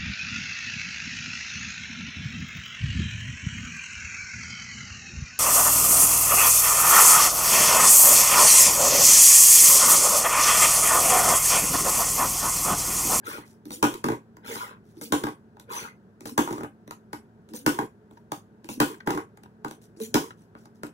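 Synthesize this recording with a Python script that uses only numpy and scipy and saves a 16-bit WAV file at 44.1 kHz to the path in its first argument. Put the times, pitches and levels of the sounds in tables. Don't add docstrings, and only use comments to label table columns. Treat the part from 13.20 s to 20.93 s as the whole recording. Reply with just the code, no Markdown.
import sys
import numpy as np
from scipy import signal
from scipy.fft import rfft, irfft, next_fast_len
from scipy.io import wavfile
from scipy.ndimage import uniform_filter1d, map_coordinates

SR = 44100
rng = np.random.default_rng(int(sys.argv[2]) if len(sys.argv) > 2 else 0)


def inscribe(sig):
    pcm = np.round(np.clip(np.atleast_2d(sig).T, -1, 1) * 32767)
    wavfile.write(sys.argv[1], SR, pcm.astype(np.int16))


N = 340893


def amp(db):
    return 10 ** (np.asarray(db) / 20)


def unit(x):
    return x / np.sqrt(np.mean(x ** 2) + 1e-20)


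def read(points, hz):
    f, value = np.transpose(points)
    return np.interp(np.log(hz + 1), np.log(f + 1), value)


def add(track, s, sound):
    part = track[max(round(s * SR), 0):][:len(sound)]
    part += sound[:len(part)]


def envelope(rows, attack_s, sag_db_per_s, release_db_per_s):
    t, gain = np.arange(SR // 2) / SR, np.zeros(N)
    for s, length, db in rows:
        fall = sag_db_per_s * t + release_db_per_s * np.maximum(t - length, 0)
        add(gain, s, np.minimum(t / attack_s, 1) * amp(db - fall))
    return gain


def colour(x, spectrum, size=2048):
    log_gain = np.log(amp(read(spectrum, abs(np.fft.fftfreq(size, 1 / SR)))))
    taps = np.fft.ifft(np.exp(np.conj(signal.hilbert(log_gain)))).real
    return signal.oaconvolve(x, taps / np.linalg.norm(taps))[:len(x)]


def grains(spectrum, per_s, spread_db=4):
    size = amp(spread_db * np.minimum(rng.exponential(1, N), 3)) * rng.choice([-1, 1], N)
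    struck = rng.random(N) < per_s / SR
    return unit(colour(size * struck, spectrum))


def smooth(x, bins, frames):
    return uniform_filter1d(uniform_filter1d(x, size=bins, axis=0), size=frames, axis=1)


def patchy(x, depth_db):
    _, _, z = signal.stft(x, SR, nperseg=512, noverlap=384)
    patches = smooth(rng.standard_normal(z.shape), bins=4, frames=6)
    z = z * amp(depth_db * unit(patches))
    return unit(signal.istft(z, SR, nperseg=512, noverlap=384)[1][:N])


# (f/Hz, likeness from 0 to 1)
PORT_LIKENESS = [(100, 1), (600, 0.98), (1500, 0.08), (2800, 0.24), (8000, 0.1), (15000, .35)]


def diffuse(pair):
    a, b = rfft(pair)
    same = np.clip(read(PORT_LIKENESS, np.fft.rfftfreq(pair.shape[1], 1 / SR)), -1, 1)
    return irfft([a, same * a + np.sqrt(1 - same ** 2) * b], pair.shape[1])


# (f/Hz, relative level/dB)
AIR_SPECTRUM = [(15, -43.5), (25, -33.5), (99, -7), (194, -4), (324, -17.5), (425, -8.5), (486, -21),
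                (749, -16), (812, -29.5), (881, -22), (1040, -28.5), (1590, -29), (2150, -38.5),
                (5520, -38), (15800, -47)]
# (f/Hz, mean level/dB)
MOTOR_HUM = [(111, -59.5), (220, -57), (333, -68.5)]


def background(rush_db=-55.0):
    noise = diffuse(rng.standard_normal((2, N)))
    rush = unit(np.array([colour(channel, AIR_SPECTRUM, size=8192) for channel in noise]))
    t, knots = np.arange(N) / SR, np.linspace(0, N / SR, 40)

    def waver():
        return np.interp(t, knots, rng.standard_normal(len(knots)))

    hum = np.zeros(N)
    for hz, db in MOTOR_HUM:
        hum += amp(db + 1.5 * waver()) * np.sin(2 * np.pi * hz * t + 3.0 * waver())
    return amp(rush_db) * rush + hum


# (start t/s, fastest t/s, end t/s, rumble level/dB, hiss level/dB before trim)
DRAGS = [(0.017, 0.093, 0.27, -40.5, -41.5), (1.216, 1.303, 1.59, -39, -39),
         (2.472, 2.54, 2.737, -38.5, -38.5)]
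# (f/Hz, relative level/dB)
RUMBLE_SPECTRUM = [(60, -14), (170, -7), (340, 4.5), (520, 5), (680, -11.5), (900, 2), (1380, 4.5),
                   (1750, -8), (2100, -3), (2600, -9.5), (3200, -52), (3900, -17), (9000, -50.5)]
# (f/Hz, relative level/dB)
HISS_SPECTRUM = [(800, -19.5), (2200, -11), (3200, -7), (3900, -10.5), (5500, -4.5), (7000, -3.5),
                 (8200, -3.5), (9800, -3.5), (12500, -3), (14000, -12.5), (15800, -7)]
# (f/Hz, relative level/dB)
WALL_SPECTRUM = [(1500, -26), (2500, -10.5), (2900, -1), (3300, -2), (3600, -4.5), (3950, -30), (8000, -45)]


def drag(near_s=0.00051, far_s=0.0021, rumble_power=1.45, hiss_power=3.8, mirror_gain=0.25):
    shake, hiss, lag = np.zeros((3, N))
    for s, fastest_s, end_s, rumble_db, hiss_db in DRAGS:
        t = np.arange(s, end_s, 1 / SR)
        speed = np.sin(np.pi / 2 * np.interp(t, [s, fastest_s, end_s], [0, 1, 0]))
        add(shake, s, amp(rumble_db) * speed ** rumble_power)
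        add(hiss, s, amp(hiss_db) * speed ** hiss_power)
        add(lag, s, np.linspace(near_s, far_s, len(t)))
    scrape = shake * patchy(grains(RUMBLE_SPECTRUM, per_s=1500), depth_db=6.5)
    scrape += amp(-1.5) * hiss * patchy(grains(HISS_SPECTRUM, per_s=2000), depth_db=6.0)
    scrape += amp(-13) * np.sqrt(shake * hiss) * grains(WALL_SPECTRUM, per_s=1500)
    reflection = map_coordinates(scrape, [np.arange(N) - lag * SR], order=3)
    return scrape + mirror_gain * reflection


def floor_pulse(t, thud, knock, cycles=1.7, lead_s=0.000486):
    hz = cycles / (t + lead_s)
    low, high = amp(thud), amp(knock)
    gain = read([(120, 0), (240, low), (400, low), (900, high), (1400, high), (3000, 0)], hz)
    return gain * np.sin(2 * np.pi * np.cumsum(hz) / SR)


# (f/Hz, relative level/dB, nominal t60/s)
BLOW_MODES = [(130.1, -6, 0.086), (187.4, -9, .1), (255, -4.5, 0.04), (285.1, -0.5, 0.11),
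              (345.2, -4, 0.084), (412, -1.5, 0.031), (515.6, -9, 0.062), (579.3, 7, 0.016),
              (846, -12.5, 0.018), (858, 5, 0.02), (1086, -1, 0.022), (1170, 3, 0.023), (1402, -5, 0.02),
              (1483, -12.5, 0.043), (1740, -5.5, 0.0077), (3228, -24.5, 0.046)]
# (f/Hz, relative level/dB)
CRACK_SPECTRUM = [(300, 9), (1200, -6.5), (2500, 4.5), (3300, -0.5), (4200, -1), (5500, 0), (7000, 3),
                  (8200, 1), (10000, 1), (13000, -1.5), (15800, -5.5)]


def blows(rows, crack_db, thud_db, knock_db, floor_db, crack_s, rise_cycles, loose, give_s=0.0012):
    t, track = np.arange(SR // 4) / SR, np.zeros(N)
    hz, db, t60 = np.transpose(BLOW_MODES)[:, :, None]
    low = hz[:, 0] < 650
    head = SR // 50
    detune = np.where(low, 0.025, 0.05)[:, None]
    for s, crack, thud, knock in rows:
        pitch = hz * (1 + detune * rng.standard_normal(hz.shape))
        swell = (1 - np.exp(-t * hz / rise_cycles)) ** 2
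        decay = amp(db - 60 * t / (t60 * loose))
        rings = decay * swell * np.sin(2 * np.pi * pitch * t)
        side = rng.choice([-1, 1], (len(hz), 1))
        heavy = rings[low].sum(0)
        stiff = (side * rings)[~low].sum(0)
        puff = t / crack_s * np.exp(-t / (crack_s * loose))
        burst = colour(rng.standard_normal(len(t)) * puff, CRACK_SPECTRUM)
        parts = [(burst, crack + crack_db, 0), (heavy, thud + thud_db, give_s), (stiff, knock + knock_db, give_s)]
        for part, level_db, lag_s in parts:
            add(track, s + lag_s, amp(level_db) * part / np.std(part[:head]))
        add(track, s + give_s, amp(floor_db) / loose * floor_pulse(t, thud, knock + 5))
    return track


# (t/s, crack level/dB, thud level/dB, knock level/dB)
HAND_CONTACTS = [(0.1802, -52, -35.5, -45.5), (1.1678, -46.5, -48.5, -49.5), (1.3554, -33.5, -38.5, -37.5),
                 (2.3681, -53, -86, -51), (2.3972, -40, -53, -50), (3.6762, -44, -40.5, -51.5),
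                 (3.7085, -35, -44, -37.5), (3.9303, -31.5, -32, -32), (4.91, -50.5, -46.5, -57.5),
                 (5.1181, -27.5, -29.5, -30), (6.1725, -47.5, -50, -52.5), (6.234, -44.5, -49, -57),
                 (6.4461, -34, -28, -31.5), (6.4812, -39, -37.5, -52), (6.5098, -36, -39.5, -44),
                 (7.3506, -54.5, -46.5, -45), (7.455, -47, -52, -53.5), (7.6324, -33.5, -29, -34),
                 (7.6663, -43.5, -45.5, -51)]


def base_knocks(lag_s=0.001, rise_s=0.0022, hz=852, t60_s=0.0153, level_db=1.5):
    t, track = np.arange(SR // 20) / SR, np.zeros(N)
    knock = amp(level_db - 60 * t / t60_s) * (1 - np.exp(-t / rise_s)) * np.sin(2 * np.pi * hz * t)
    for s, _, _, db in HAND_CONTACTS:
        add(track, s + lag_s, amp(db) * knock)
    return track


# (t/s, crack level/dB, thud level/dB, knock level/dB)
RIM_ROCKS = [(0.637, -26, -29.5, -28.5), (0.7387, -34.5, -50, -47), (0.8406, -28.5, -20.5, -25),
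             (0.862, -37, -22.5, -52), (0.8843, -33, -22.5, -29), (0.9, -42, -24.5, -33),
             (0.918, -39.5, -25, -34.5), (2.0364, -31, -22, -26.5), (2.0672, -41.5, -33.5, -31.5),
             (2.0854, -43.5, -34, -46.5), (3.2745, -46.5, -47.5, -32.5), (3.3069, -42, -26, -38),
             (3.3255, -37, -26.5, -42.5), (3.3789, -45.5, -32.5, -40.5), (3.4069, -49, -29.5, -39.5),
             (3.4325, -41, -28.5, -38), (3.4438, -58, -35.5, -38.5), (4.5875, -34, -23, -24),
             (4.6222, -60, -29.5, -49.5), (5.8726, -30.5, -19.5, -25), (5.904, -29, -26.5, -29),
             (5.9478, -39.5, -25, -44), (5.9742, -39, -33, -32)]


def light_blows():
    grips = [(s - swing_s, db, db, db) for s, swing_s, db, *_ in THROWS]
    flicks = [(s, db, db, db) for s, _, _, db, *_ in THROWS]
    track = blows(HAND_CONTACTS, crack_db=-14, thud_db=-6.5, knock_db=-8, floor_db=1,
                  crack_s=0.00147, rise_cycles=0.92, loose=0.94)
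    track += base_knocks()
    track += blows(grips, crack_db=-11, thud_db=-7.5, knock_db=-18, floor_db=-13,
                   crack_s=0.0012, rise_cycles=1.0, loose=0.71)
    track += blows(flicks, crack_db=-12.5, thud_db=-5, knock_db=-13, floor_db=-9.5,
                   crack_s=0.0014, rise_cycles=1.0, loose=0.8)
    track += blows(RIM_ROCKS, crack_db=-10, thud_db=-7.0, knock_db=-5.5, floor_db=0.0,
                   crack_s=0.0026, rise_cycles=0.87, loose=0.85)
    return track


# (start t/s, length t/s, level/dB)
RUSTLES = [(0.25, 0.074, -60.5), (1.64, 0.28, -66.5), (4.9, 0.08, -66), (6.61, 0.035, -60.5),
           (7.17, 0.065, -65), (7.36, 0.077, -63.5), (7.545, 0.017, -64)]


def rustle():
    gain = envelope(RUSTLES, attack_s=0.0067, sag_db_per_s=21, release_db_per_s=299)
    return gain * grains(HISS_SPECTRUM, per_s=1500)


def glide(hz, gain, edge_s=0.0068, flutter_db=7.0):
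    t = np.arange(len(hz)) / SR
    knots = np.linspace(0, t[-1], num=12)
    flutter = amp(flutter_db * np.interp(t, knots, rng.standard_normal(size=12)))
    ends = np.minimum(np.minimum(t, t[-1] - t) / edge_s, 1)
    return gain * flutter * ends * np.sin(2 * np.pi * np.cumsum(hz) / SR)


# (release t/s, swing length t/s,
# grip tick level/dB, flick level/dB, mid-swing f/Hz, swing level/dB, ring level/dB,
# upper mode f/Hz, flight f/Hz, flight level/dB, spray level/dB)
THROWS = [(0.5053, 0.051, -46.5, -36, 312.7, -43.5, -41, 500, 333, -46, -38),
          (1.8123, 0.043, -55.5, -34, 342.4, -45, -46, 464, 277, -46.5, -41.5),
          (3.055, 0.048, -43.5, -33.5, 368, -48, -46, 449, 289, -40.5, -42),
          (4.3357, 0.047, -51.5, -39.5, 312.7, -45, -41.5, 502, 276.6, -43, -41),
          (5.4887, 0.045, -44.5, -32, 331, -45, -42.5, 499, 268, -46, -41.5),
          (6.8008, 0.037, -58, -40.5, 335, -46, -36.5, 437, 239, -47, -37.5)]


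def bottle_tones(spread_s=0.069, spread_width_s=0.0054, swing_rise_hz_per_s=1100, release_hz=217.6):
    ring_fade_db_per_s, upper_fade_db_per_s = 280.5, 193
    upper_db = -2.5
    track = np.zeros(N)
    for throw, (landing_s, *_) in zip(THROWS, LANDINGS):
        s, swing_s, _, _, swing_hz, swing_db, ring_db, upper_hz, flight_hz, flight_db, _ = throw
        t = np.arange(-swing_s, 0.012, 1 / SR)
        swing_pitch = swing_hz + swing_rise_hz_per_s * (t - t.mean())
        add(track, s - swing_s, glide(swing_pitch, amp(swing_db)))
        t = np.arange(0, landing_s - s, 1 / SR)
        spread = 1 / (1 + np.exp((spread_s - t) / spread_width_s))
        gain = amp(ring_db - ring_fade_db_per_s * t) * (1 - spread) + amp(flight_db) * spread
        add(track, s, glide(release_hz + (flight_hz - release_hz) * spread, gain))
        upper_gain = amp(ring_db + upper_db - upper_fade_db_per_s * t)
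        add(track, s, glide(np.full(len(t), upper_hz), upper_gain))
    return track


# (t/s, level/dB, starting f/Hz)
BUBBLES = [(3.091, -40, 1050), (4.972, -43.5, 940), (5.7423, -42, 1590), (5.8034, -36.5, 1540),
           (6.258, -45, 975), (7.1056, -34, 1320)]


def bubbles(level_db=1, rise_per_s=0.4, rough=0.93):
    t, track = np.arange(SR // 16) / SR, np.zeros(N)
    ring = np.exp(-t / 0.005) * (1 - np.exp(-t / 0.001))
    for s, db, hz in BUBBLES:
        angle = 2 * np.pi * np.cumsum(hz * (1 + rise_per_s * t)) / SR
        wobble = 1 + rough * unit(uniform_filter1d(rng.standard_normal(len(t)), size=40))
        add(track, s, amp(db + level_db) * ring * wobble * np.sin(angle))
    return track


SPRAY_RISES = [0.027, 0.0077, 0.006, 0.02, 0.008, 0.04]
# (start t/s, length t/s, gurgle level/dB, fizz level/dB)
ROCKING = [(0.856, 0.088, -22.5, -59), (2.05, 0.05, -27, -58), (3.274, 0.16, -28.5, -43.5),
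           (4.587, 0.042, -23.5, -47), (5.86, 0.152, -21, -46)]
# (f/Hz, relative level/dB)
GURGLE_SPECTRUM = [(70, -34.5), (160, -8.5), (330, 17.5), (450, 12.5), (660, -22.5), (950, 7.5), (1150, 8),
                   (1500, -19), (2000, -7), (4000, -34.5), (9000, -47)]


def water(spray_s=0.045, swing_spray_db=-19, slosh_s=0.13, slosh_db=-30.5, splash_db=-45.5):
    swings = [(s - swing_s, swing_s, db + swing_spray_db) for s, swing_s, *_, db in THROWS]
    spray = envelope(swings, attack_s=0.01, sag_db_per_s=57, release_db_per_s=403.5)
    for (s, *_, db), rise_s in zip(THROWS, SPRAY_RISES):
        spray += envelope([(s, spray_s, db)], rise_s, sag_db_per_s=42.5, release_db_per_s=377.5)

    sloshes = [(s, slosh_s, slosh_db) for s, *_ in LANDINGS]
    stirs = [(s, length, db) for s, length, db, _ in ROCKING]
    gurgle = envelope(sloshes, attack_s=0.03, sag_db_per_s=34, release_db_per_s=262.5)
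    gurgle += envelope(stirs, attack_s=0.03, sag_db_per_s=41.5, release_db_per_s=476)

    splashes = [(s, slosh_s, splash_db) for s, *_ in LANDINGS]
    stirred_fizz = [(s, length, db) for s, length, _, db in ROCKING]
    fizz = envelope(splashes, attack_s=0.013, sag_db_per_s=21, release_db_per_s=131)
    fizz += envelope(stirred_fizz, attack_s=0.006, sag_db_per_s=79, release_db_per_s=300)

    liquid = spray * patchy(grains(HISS_SPECTRUM, per_s=3000), depth_db=6.0)
    liquid += amp(-8) * gurgle * grains(GURGLE_SPECTRUM, per_s=1500)
    liquid += amp(-10.5) * fizz * grains(HISS_SPECTRUM, per_s=620)
    return liquid + bubbles()


# (t/s, crack level/dB, thud level/dB, knock level/dB, slap delay t/s, slap level/dB)
LANDINGS = [(0.627, -30.5, -20.5, -21.5, 0.022, -25), (1.922, -32.5, -22, -26.5, 0.011, -27),
            (3.1775, -32.5, -22, -25.5, 0.012, -25.5), (4.4625, -31, -20, -25, 0.012, -30),
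            (5.6012, -30.5, -20.5, -23.5, 0.014, -24), (6.9421, -30, -19, -29.5, 0.012, -21)]


def landing_blows():
    rims = [row[:4] for row in LANDINGS]
    slaps = [(s + delay, db, db, db) for s, *_, delay, db in LANDINGS]
    track = blows(rims, crack_db=3.0, thud_db=1.0, knock_db=-1.5, floor_db=4,
                  crack_s=0.0019, rise_cycles=3.0, loose=0.71)
    track += blows(slaps, crack_db=-28.5, thud_db=-8, knock_db=-11.5, floor_db=1,
                   crack_s=0.0066, rise_cycles=3.1, loose=0.8)
    return track


def wall_buzz():
    rows = [(s, 0.035, knock) for s, _, _, knock, *_ in LANDINGS]
    shake = envelope(rows, attack_s=0.008, sag_db_per_s=73.5, release_db_per_s=260.5)
    return amp(-22.0) * shake * grains(WALL_SPECTRUM, per_s=1500)


# (f/Hz, relative level/dB)
SCATTER_SPECTRUM = [(300, -46), (1200, -24), (2200, 12.5), (3200, -9.5), (4500, 6), (15000, 3)]


def scatter(x, level_db=-8, decay_s=0.00047):
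    t = np.arange(SR // 100) / SR
    noise = rng.standard_normal((2, len(t))) * np.exp(-t / decay_s)
    taps = np.array([colour(channel, SCATTER_SPECTRUM) for channel in noise])
    taps *= amp(level_db) / np.linalg.norm(taps, axis=1, keepdims=True)
    return signal.oaconvolve(x[None], taps, axes=1)[:, :N]


# (f/Hz, t60/s)
ROOM_T60 = [(120, 0.22), (300, 0.1), (1000, 0.19), (3000, 0.23), (8000, 0.28), (15000, 0.27)]
# (f/Hz, relative level/dB)
ROOM_COLOUR = [(100, -3.5), (300, -9.5), (600, 3.5), (1200, -4), (3200, 1), (8000, -0.5), (15000, -0.5)]
# (delay t/s, relative gain)
ECHOES = [(0.0085, 0.35), (0.0128, 0.27), (0.017, .35), (0.0263, 0.16)]


def room(x, first_s=0.0019, build_s=0.0045):
    t = np.arange(SR * 3 // 4) / SR
    noise = diffuse(rng.standard_normal((2, len(t))))
    hz, frame_s, z = signal.stft(noise, SR, nperseg=256)
    t60 = read(ROOM_T60, hz)[:, None]
    even_energy = np.sqrt(2 * np.log(1000) / (t60 * SR))
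    z = z * amp(read(ROOM_COLOUR, hz)[:, None] - 60 * frame_s / t60) * even_energy
    tail = signal.istft(z, SR, nperseg=256)[1][:, :len(t)]
    tail *= amp(2.5) * (1 - np.exp(-np.maximum(t - first_s, 0) / build_s))
    for delay_s, gain in ECHOES:
        for channel in tail:
            add(channel, delay_s, gain * unit(np.hanning(9)) / 7)
    return signal.fftconvolve(x[None], tail, axes=1)[:, :N]


def scene():
    landings = landing_blows() + wall_buzz()
    taps, tones, liquid = light_blows(), bottle_tones(), water()
    rubbing = drag() + rustle()
    direct = landings + taps + tones + liquid + rubbing
    sent = landings + amp(-3) * taps + amp(-4.0) * tones + amp(-9.5) * liquid + amp(-3.5) * rubbing
    return direct + scatter(direct) + room(sent) + background()


def suppress(pair, threshold_db=-85, depth_db=-11, from_hz=1700):
    hz, _, z = signal.stft(pair, SR, nperseg=512, noverlap=384)
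    power = smooth((abs(z) ** 2).mean(0), bins=9, frames=3)
    shut = 1 / (1 + (power / amp(threshold_db) ** 2) ** 2)
    treble = np.clip(hz / from_hz - 1, 0, 1)[:, None]
    return signal.istft(z * amp(depth_db * shut * treble), SR, nperseg=512, noverlap=384)[1][:, :N]


# (f/Hz, lead of the left/radians)
PORT_PHASE = [(20, 0), (500, -.7), (780, -.9), (1300, -3.1), (1720, -5), (2220, -3.1), (3100, -2.6),
              (3500, -.4), (4300, 2.3), (5050, 3.1), (6000, 6.3), (7000, 7.1), (8250, 9.6), (9700, 12.9),
              (10900, 15.9), (12050, 21), (13400, 25.2), (15500, 31.3)]
# (f/Hz, left minus right level/dB)
PORT_BALANCE = [(250, 0), (520, -2.5), (830, 4), (1040, -4), (1520, 10.5), (2030, -5.5), (2520, 6.5),
                (3350, -2.5), (5100, -2.5), (7000, 2.5), (8200, -0.5), (15000, 1)]
# (f/Hz, level/dB)
MIC_COLOUR = [(80, -1), (130, -2.5), (200, 0), (520, 1), (700, -6), (900, 1.5), (1500, 1), (2100, 1),
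              (2700, 2), (3150, 3), (3900, 2), (6000, 0.5), (10000, 1)]


def record(dry, ceiling_db=-5.5, edge_hz=15850):
    size = next_fast_len(N + SR // 10)
    hz = np.fft.rfftfreq(size, 1 / SR)
    half = amp(read(PORT_BALANCE, hz) / 2) * np.exp(0.5j * read(PORT_PHASE, hz))
    spectrum = rfft(dry, size) * amp(read(MIC_COLOUR, hz))
    ports = irfft(spectrum * np.array([half, 1 / half]), size)[:, :N]
    ceiling = amp(ceiling_db)
    held = ceiling * np.tanh(suppress(ports) / ceiling)
    lowpass = signal.firwin(301, edge_hz, window=("kaiser", 7), fs=SR)
    return signal.oaconvolve(held, lowpass[None], "same")


dry = scene()
out = record(dry)
inscribe(out)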